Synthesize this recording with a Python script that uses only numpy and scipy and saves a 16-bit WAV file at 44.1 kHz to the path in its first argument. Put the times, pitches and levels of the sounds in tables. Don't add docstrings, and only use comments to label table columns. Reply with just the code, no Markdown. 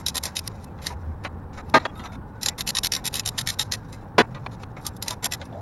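import sys
import numpy as np
from scipy.fft import rfft, irfft, next_fast_len
from scipy.io import wavfile
from scipy.ndimage import uniform_filter1d, map_coordinates

SR = 44100
rng = np.random.default_rng(int(sys.argv[2]) if len(sys.argv) > 2 else 0)


def unload_wav(signal):
    wavfile.write(
        sys.argv[1],
        SR,
        np.round(np.clip(np.atleast_2d(signal).T, -1, 1) * 32767).astype(np.int16),
    )


N = 247401

STEP, FIRST, FADE = .042, -.026, .008
COUNT, SIZE = 135, 4096
T = np.arange(SIZE) / SR
HZ = np.fft.rfftfreq(SIZE, 1 / SR)


def amp(db):
    return 10 ** (np.asarray(db) / 20)


def along(points, hz):
    point_hz, value = np.transpose(points)
    return np.interp(np.log(hz + 1), np.log(point_hz + 1), value)


def coloured(x, gain):
    cepstrum = irfft(np.log(gain + 1e-5 * gain.max()), SIZE)
    cepstrum[..., 1:SIZE // 2] *= 2
    cepstrum[..., SIZE // 2 + 1:] = 0
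    response = np.exp(rfft(cepstrum))
    size = np.sqrt(np.mean(gain ** 2, axis=-1, keepdims=True))
    return irfft(rfft(x) * response / size, SIZE)


def place(s, early):
    k = int((s - FIRST - early) / STEP)
    return k, np.maximum(T - (s - FIRST - k * STEP), 0)


def spliced(pieces):
    window = np.clip(np.minimum(T, STEP + FADE - T) / FADE, 0, 1)
    start = np.round(np.arange(COUNT) * STEP * SR).astype(int)
    index = start[:, None] + np.arange(SIZE)
    joined = np.bincount(index.ravel(), (pieces * window).ravel())
    return joined[round(-FIRST * SR):][:N]


def wash(db, spectrum):
    gain = amp(db + rng.normal(0, .9, COUNT))[:, None]
    return gain * coloured(rng.standard_normal((COUNT, SIZE)), amp(along(spectrum, HZ)))


def note(table, rate, pitch_waver, waver_db):
    s, hz, db = np.transpose(table)
    t = np.arange(N) / SR
    pitch_drift, level_drift = (map_coordinates(rng.standard_normal(1000), [t * rate]) for _ in range(2))
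    pitch = np.interp(t, s, hz) * (1 + pitch_waver * pitch_drift)
    level = amp(np.interp(t, s, db) + waver_db * level_drift)
    return level * np.sin(2 * np.pi * np.cumsum(pitch) / SR)


def modes(table, between_db, scatter_db, ripple_db):
    ripple = uniform_filter1d(rng.standard_normal((COUNT, len(HZ))), size=6) * np.sqrt(6)
    gain = np.full(ripple.shape, amp(between_db))
    for hz, width, db in table:
        strength = amp(db + rng.normal(0, scatter_db, (COUNT, 1)))
        gain += strength / np.hypot(1, 2 * (HZ - hz) / width) ** 2
    return gain * amp(ripple_db * ripple)


def blows(times, dbs, t60, tail_db, tail_t60, rise, early=.003):
    out = np.zeros((COUNT, SIZE))
    for s, db in zip(times, dbs):
        k, t = place(s, early)
        lead = amp(-19.5) * np.exp(-np.abs(T - (s - FIRST - k * STEP)) / 0.0026)
        crack = amp(-60 * t / t60)
        ring = amp(tail_db - 60 * t / tail_t60)
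        out[k] += amp(db) * ((crack + ring) * (1 - np.exp(-t / rise)) + lead)
    return out * rng.standard_normal(out.shape) * (T < STEP + FADE)


def steady(starts, dbs, swell_db):
    gain = np.zeros((COUNT, SIZE))
    across = np.clip(T / (STEP + FADE), 0, 1) - .5
    piece = np.round((starts - FIRST) / STEP).astype(int)
    gain[piece] = amp(dbs[:, None] + swell_db[:, None] * across)
    grain = uniform_filter1d(rng.standard_normal((COUNT, SIZE)), size=130) * np.sqrt(130)
    return gain * amp(2.2 * grain) * rng.standard_normal((COUNT, SIZE))


# time in seconds, level in dB.
DRONE_LEVEL = [(0, -47), (1.3, -41.5), (3.4, -42.5), (4.08, -43), (4.44, -42.5), (5.05, -45.5), (5.61, -50)]
# frequency in Hz, relative density in dB per Hz.
DRONE_COLOUR = [(7.1, -49), (12, -17), (27, -3.5), (80, 2), (105, -4.5), (124, -7.5), (150, -2), (200, -35),
                (330, -120)]
RUMBLE_COLOUR = [(76, -30.5), (130, -5.5), (188, -5), (269, -10.5), (450, -20.5), (580, -40), (990, -120)]
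TYRES_COLOUR = [(240, -31.5), (400, -8.5), (518, -3.5), (665, -11), (797, -2.5), (862, -3), (1260, -13.5),
                (1430, -13), (1730, -18.5), (1800, -19), (2600, -48), (3380, -75), (5720, -120)]
RUMBLE_DB, TYRES_DB = -43, -47


def traffic():
    middle = FIRST + (np.arange(COUNT) + .5) * STEP
    drone = wash(np.interp(middle, *np.transpose(DRONE_LEVEL)), DRONE_COLOUR)
    return drone + wash(RUMBLE_DB, RUMBLE_COLOUR) + wash(TYRES_DB, TYRES_COLOUR)


# time in seconds, centre pitch in Hz, centre level in dB.
ENGINE_NOTE = [(0, 91, -42), (.2, 74.7, -41.5), (.48, 97.2, -38), (.72, 96.6, -38.5), (.81, 75.65, -37.5),
               (1.11, 75, -31), (1.2, 87.3, -39), (1.5, 88.9, -39.5), (2.1, 97.9, -42), (2.9, 98.5, -46),
               (3.75, 108.3, -36), (4.05, 98.3, -41.5), (4.5, 111.7, -38), (5.61, 98.5, -38.5)]


def far_engine():
    return note(ENGINE_NOTE, 30, .13, 2.5)


# start in seconds, length in seconds, first pitch in Hz,
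# last pitch in Hz, level in dB before the fades.
GEARS = [(1.849, 0.79, 1027, 1498, -49), (3.253, 1.02, 1033, 1630, -54)]
WHINE_RISE, WHINE_IN_S, WHINE_FADE_DB = 4.3, 0.13, 18


def gears():
    u = np.linspace(0, 1, num=30)
    climb = (1 - np.exp(-WHINE_RISE * u)) / (1 - np.exp(-WHINE_RISE))
    rows = []
    for s, length, low, high, db in GEARS:
        ends = np.clip(np.minimum(u, 1 - u) * length / WHINE_IN_S, 1e-3, 1)
        level_db = db - WHINE_FADE_DB * u ** 2 + 20 * np.log10(ends)
        rows.append((s + u * length, low + (high - low) * climb, level_db))
    return np.hstack(rows).T


def car_pulling_away():
    return note(gears(), 80, 0.0245, 3.6)


# start of the first piece in seconds, number of pieces,
# centre frequency in Hz, width in Hz, centre level in dB.
SQUEAK_RINGS = [(1.78, 1, 3890, 130.4, -54), (1.864, 1, 3300, 91.5, -58), (1.948, 4, 3660, 129.7, -58),
                (2.116, 1, 3605, 98.8, -52), (1.948, 5, 11610, 400, -74), (2.032, 1, 5840, 200, -57),
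                (4.51, 1, 10360, 404, -66), (5.392, 1, 581.4, 130, -46), (5.518, 3, 647, 190, -40)]
SQUEAK_WAVER, SQUEAK_SCATTER_DB = 0.011, 2


def squeaks():
    out = np.zeros((COUNT, SIZE))
    for s, pieces, hz, width, db in SQUEAK_RINGS:
        waver, size = rng.standard_normal((2, round(pieces), 1))
        centre_hz = hz * (1 + SQUEAK_WAVER * waver)
        peak = 1 / (1 + (2 * (HZ - centre_hz) / width) ** 2)
        noise = coloured(rng.standard_normal((len(size), SIZE)), peak)
        out[round((s - FIRST) / STEP):][:len(size)] += amp(db + SQUEAK_SCATTER_DB * size) * noise
    return out


# time in seconds, ring level in dB, 60 dB decay time of the ring in seconds,
# crash level in dB.
CLANGS = [(1.738, -12, 0.29, -15), (4.1806, -15, 0.37, -14.5)]
# frequency in Hz, level against the ring level in dB.
RAIL_MODES = [(258, -4), (641, -6), (839, -5), (922, 0), (1228, 0), (1600, -5), (1820, -10), (1954, -7),
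              (2235, -13), (2686, -20), (3214, -21), (3596, -22), (3801, -20), (4043, -21), (4172, -16),
              (5810, -30)]
ARM_MODES = [(236, -4), (400, -2), (447, -4), (715, -3), (978, 0), (1045, -5), (1480, -4), (1641, -4),
             (1830, -5), (1990, -9), (2300, -13), (2510, -12), (2990, -18), (3442, -11), (3994, -18),
             (5114, -19)]
# frequency in Hz, relative density in dB per Hz.
CRASH_COLOUR = [(71, -72), (120, -8), (480, -4.5), (1230, -8), (1360, -13.5), (1600, -7), (3020, -18),
                (4110, -19), (6500, -30), (15800, -48.5)]


def clangs():
    out = np.zeros((COUNT, SIZE))
    for (s, db, t60, crash_db), member in zip(CLANGS, (RAIL_MODES, ARM_MODES)):
        k, t = place(s, 0)
        for hz, level_db in member:
            rattle_db = 2.2 * map_coordinates(rng.standard_normal(16), [T * 80])
            envelope = amp(rattle_db - 60 * t / t60) * (1 - np.exp(-t / 0.0013))
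            out[k] += amp(db + level_db) * envelope * np.sin(2 * np.pi * (hz * t + rng.random()))
        crash = blows([s], [crash_db], 0.069, 2, 0.84 * t60, 0.0021, early=0)
        out += coloured(crash, amp(along(CRASH_COLOUR, HZ)))
    return out


# first click in seconds, length in seconds, number of teeth,
# first click level in dB before trims, change to the last click in dB, click treble against the click in dB
# before trims, scrape level in dB, body level in dB, swell across the piece in dB (the body takes 0.73 of it).
BACK_SWINGS = [(0.0638, .0191, 2, -14.5, -2, -5.5, -35, -55, -4),
               (0.155, 0.024, 3, -21.5, 2, -2, -34, -37.5, -4),
               (.2361, 0.018, 2, -20, -0.8, -2.5, -37.5, -39.5, 13),
               (0.3668, 0.024, 2, -17.5, -2.5, -5, -36, -54, -12),
               (0.4761, 0, 1, -21.5, 0, -0.5, -51, -51, 21), (0.6431, 0, 1, -41.5, 0, 2.5, -60, -57.5, 21),
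               (0.8678, 0, 1, -19.5, 0, -6, -43.5, -44, -22), (1.6979, 0.0025, 1, -35, 0, -2, -66, -55, 17),
               (2.431, 0.0053, 1, -17, 0, -7.5, -40, -50, 3),
               (2.4602, 0.025, 2, -11, 0.5, -11, -36, -39, 5),
               (2.6071, 0, 1, -16.5, 0, -8.5, -36.5, -40.5, -9),
               (2.6749, 0.029, 3, -16, -0.5, -6.5, -33, -39.5, 6),
               (2.7504, 0.035, 3, -17.5, 4, -10, -33.5, -40.5, 0),
               (2.8337, 0.035, 4, -16, -2.5, -5.5, -35, -38.5, -14),
               (2.9196, 0.044, 4, -13, -7.5, -8, -41, -42.5, 3),
               (3.054, .0212, 3, -22, 2, -1.5, -33, -42, 4),
               (3.1405, 0.028, 3, -20.5, 3, -1.5, -37.5, -41.5, 14),
               (3.1951, 0, 1, -17.5, 0, -8, -39, -44, -12), (3.26, 0.028, 3, -18, -.8, -4.5, -35, -41, -4),
               (3.3875, 0.024, 2, -16, -8, -5.5, -34, -42, -25),
               (3.4729, 0.029, 3, -17, 1, -8.5, -36, -42.5, 17.5),
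               (3.5404, 0, 1, -35.5, 0, -19, -43.5, -48, -10),
               (3.5946, .0352, 3, -14.5, -11, -10, -30, -39.5, -7),
               (3.721, 0.015, 2, -15, -4, -10, -35.5, -42.5, -7),
               (3.9268, 0.0011, 1, -38.5, 0, -2.5, -55.5, -53.5, -26),
               (4.8657, 0, 1, -18, 0, -2.5, -43, -43.5, -11), (4.9656, 0, 1, -43, 0, 2, -64, -70, 21),
               (5.0247, 0.0028, 1, -19.5, 0, -4.5, -55, -51, -18),
               (5.0808, 0, 1, -17, 0, -4.5, -45, -42.5, 3),
               (5.1066, 0.0079, 1, -18, 0, -7, -42.5, -38.5, -13),
               (5.2432, 0.013, 2, -15.5, -2, -2.5, -36.5, -36, 19.5),
               (5.3216, 0.014, 2, -18, -1, -9, -40, -41.5, .6), (5.4542, 0, 1, -43.5, 0, -6, -64, -54, -10)]
QUICKEN = 0.92


def pawl():
    rows = []
    for first, length, teeth, db, change_db, treble_db, *_ in BACK_SWINGS:
        way = 1 - QUICKEN ** np.arange(round(teeth))
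        for u in way / max(way[-1], 1e-9):
            rows.append((first + u * length, db + u * change_db, treble_db))
    return np.transpose(rows)


# time in seconds, centre level in dB.
HANDS_RUSTLE = [(0, -65), (.55, -64.5), (.72, -74), (.97, -72), (1.6, -80), (1.7, -66), (2.1, -70),
                (2.2, -81.5), (2.4, -73), (3, -66.5), (3.8, -67.5), (4.03, -67.5), (4.1, -79), (4.3, -70),
                (4.45, -68.5), (5, -81), (5.45, -69), (5.61, -68)]
HANDS_TREBLE_DB, HANDS_BODY_DB, HANDS_SCATTER_DB, HANDS_SWELL_DB = -12, 8, 1, 12
# piece start in
# seconds, level in dB, treble against it in dB, body level in dB, swell across the piece in dB
RUBBING_AND_TAILS = [(-.026, -49, -6, -45, -14), (.268, -50, -9, -48, -31), (.772, -66, -15, -61, 3),
                     (.814, -47, -6.5, -47, 5), (.898, -54.5, -8, -41, -18), (1.234, -55, -8, -48, -21),
                     (1.528, -57.5, -17, -50.5, -12), (1.57, -55, -12, -44.5, -14.5),
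                     (1.78, -59, -12, -41.5, -4), (1.822, -54, -24, -46, 21), (1.864, -68, -12, -52, 0),
                     (1.948, -61, -1.5, -53, 7), (1.99, -62, -7, -55, -11), (2.032, -53, -10, -41.5, -9.5),
                     (2.116, -57, -7, -48.5, -4), (2.494, -61, -14, -48.5, -19),
                     (2.956, -50, -5, -42.5, -19), (3.334, -59, -9, -53.5, 22), (3.88, -62.5, -7, -60, -13),
                     (4.216, -67, -8, -44, -13), (4.342, -66, -19, -45, -19), (4.426, -66, -17, -61, 19),
                     (4.51, -55.5, -15, -52, -3), (4.594, -58, -13, -55, 26.5),
                     (4.762, -63, -11.5, -44, -10), (4.804, -60, -3, -68, 4), (5.392, -58, -23, -53, 1)]
STROKE_TREBLE_DB = -6.5
# level against the scrape in dB, treble against that in dB,
# body level in dB, swell in dB (the body takes 0.73 of it).
AFTER_STROKE = (-26.5, -7, -59, -7)


def rubbing():
    start = FIRST + STEP * np.arange(COUNT)
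    chance = rng.standard_normal((COUNT, 3))
    db = np.interp(start + STEP / 2, *np.transpose(HANDS_RUSTLE)) + HANDS_SCATTER_DB * chance[:, 0]
    treble_db = np.full(COUNT, HANDS_TREBLE_DB)
    hands_body_db = db + HANDS_BODY_DB + HANDS_SCATTER_DB * chance[:, 1]
    rows = np.array([start, db, treble_db, hands_body_db, HANDS_SWELL_DB * chance[:, 2]])
    for first, *_, scrape_db, body_db, swell_db in BACK_SWINGS:
        k = place(first, .003)[0]
        rows[1:, k] = scrape_db, STROKE_TREBLE_DB, body_db, swell_db
        after_db = scrape_db + AFTER_STROKE[0]
        if after_db > db[k + 1]:
            rows[1:, k + 1] = after_db, *AFTER_STROKE[1:]
    for s, *sound in RUBBING_AND_TAILS:
        rows[1:, round((s - FIRST) / STEP)] = sound
    return rows


# time in seconds, body level in dB,
# edge against the body in dB before a trim.
DULL_KNOCKS = [(0.787, -50, -3), (1.2479, -26.5, -2.5), (1.5301, -42, -0.5), (1.575, -42, -14),
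               (1.799, -41, -1), (1.8522, -21, -7), (1.956, -47, -11), (1.994, -40.5, 3),
               (2.056, -35.5, -2.5), (3.234, -49, 3), (4.3475, -42, 1.5), (4.4622, -30.5, -3.5),
               (4.6335, -31.5, -3), (4.7651, -37.5, -9), (5.4139, -37, 3), (5.5249, -55, 3)]
# frequency in Hz, relative density in dB per Hz.
BODY_COLOUR = [(150, -39), (250, -8), (966, 2.5), (1470, -3.5), (2120, -5), (2600, -8.5), (3380, -29),
               (5720, -120)]
EDGE_COLOUR = [(1290, -32), (2200, -10.5), (3100, -1), (4170, -1.5), (4950, -13), (10000, -25),
               (13000, -54)]


def knocks(rub):
    s, db, edge_db = np.transpose(DULL_KNOCKS)
    start, _, _, body_db, swell_db = rub
    click_s, click_db, _ = pawl()
    body = blows(s, db, 0.041, -3.4, 0.14, 0.00071)
    body += steady(start, body_db, 0.73 * swell_db)
    body += blows(click_s, click_db - 23.0, 0.017, -8.5, 0.085, 0.00084)
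    edge = blows(s, db + edge_db + 1.5, 0.022, -16, 0.12, 0.00053)
    panel = modes([], between_db=0, scatter_db=0, ripple_db=4.5)
    return coloured(body, panel * amp(along(BODY_COLOUR, HZ))) + coloured(edge, panel * amp(along(EDGE_COLOUR, HZ)))


# frequency in Hz, width in Hz, centre level in dB before the colour below.
WRENCH_MODES = [(1904, 310, 6.5), (2576, 80, 5), (2995, 99, -6.5), (3753, 154, -5.5), (5010, 47, -5),
                (5586, 860, -1.5), (7450, 214, 6), (8740, 780, -0.5), (9600, 100, 2.5), (10060, 70, 6),
                (11460, 650, -1), (14200, 220, 1)]
# frequency in Hz, relative density in dB per Hz.
STEEL_COLOUR = [(760, -48.5), (1300, -19), (2790, -11), (3980, 1.5), (4370, -4), (7370, -7.5),
                (8010, -17.5), (8710, -16.5), (11400, -13.5), (15800, -37.5)]


def wrench(rub):
    s, db, treble_db = pawl()
    start, rub_db, rub_treble_db, _, swell_db = rub
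    steel = amp(along(STEEL_COLOUR, HZ)) * modes(WRENCH_MODES, between_db=-2.0, scatter_db=3.5, ripple_db=2.5)
    low = blows(s, db + 3.5, 0.012, -16.5, 0.039, 0.00073)
    low += steady(start, rub_db, swell_db)
    high = blows(s, db + treble_db + 3, 0.0099, -14.5, 0.045, 0.0009)
    high += steady(start, rub_db + rub_treble_db, swell_db)
    share = np.clip((HZ - 7500) / 1000, 1e-3, 1 - 1e-3)
    return coloured(low, steel * (1 - share)) + coloured(high, steel * share)


def scene():
    rub = rubbing()
    pieces = traffic() + squeaks() + clangs() + knocks(rub) + wrench(rub)
    return (spliced(pieces) + far_engine() + car_pulling_away())[None]


# centre in Hz, half-width in Hz where the dip in dB falls to 1/e, depth in dB.
HOUSING_NOTCHES = [(7960, 463, -14), (13600, 450, -10)]
# frequency in Hz, relative density in dB per Hz.
HISS_COLOUR = [(1180, -37), (2000, -5), (2260, -4.5), (3450, -9), (3830, -11), (7380, -23), (7910, -16.5),
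               (10100, -15.5), (13400, -17.5), (15800, -13.5)]
TOP_HZ = 16000


def record(dry):
    m = next_fast_len(N + 8192)
    hz = np.fft.rfftfreq(m, 1 / SR)
    dips_db = sum(db * np.exp(-((hz - centre_hz) / width) ** 2) for centre_hz, width, db in HOUSING_NOTCHES)
    rounded = dry / (1 + np.abs(dry / .95) ** 6) ** (1 / 6)
    hiss = spliced(wash(-69, HISS_COLOUR))
    heard = rfft(rounded, m) * amp(dips_db) + rfft(hiss, m)
    return irfft(heard * (hz < TOP_HZ), m)[:, :N]


dry = scene()
out = record(dry)
unload_wav(out)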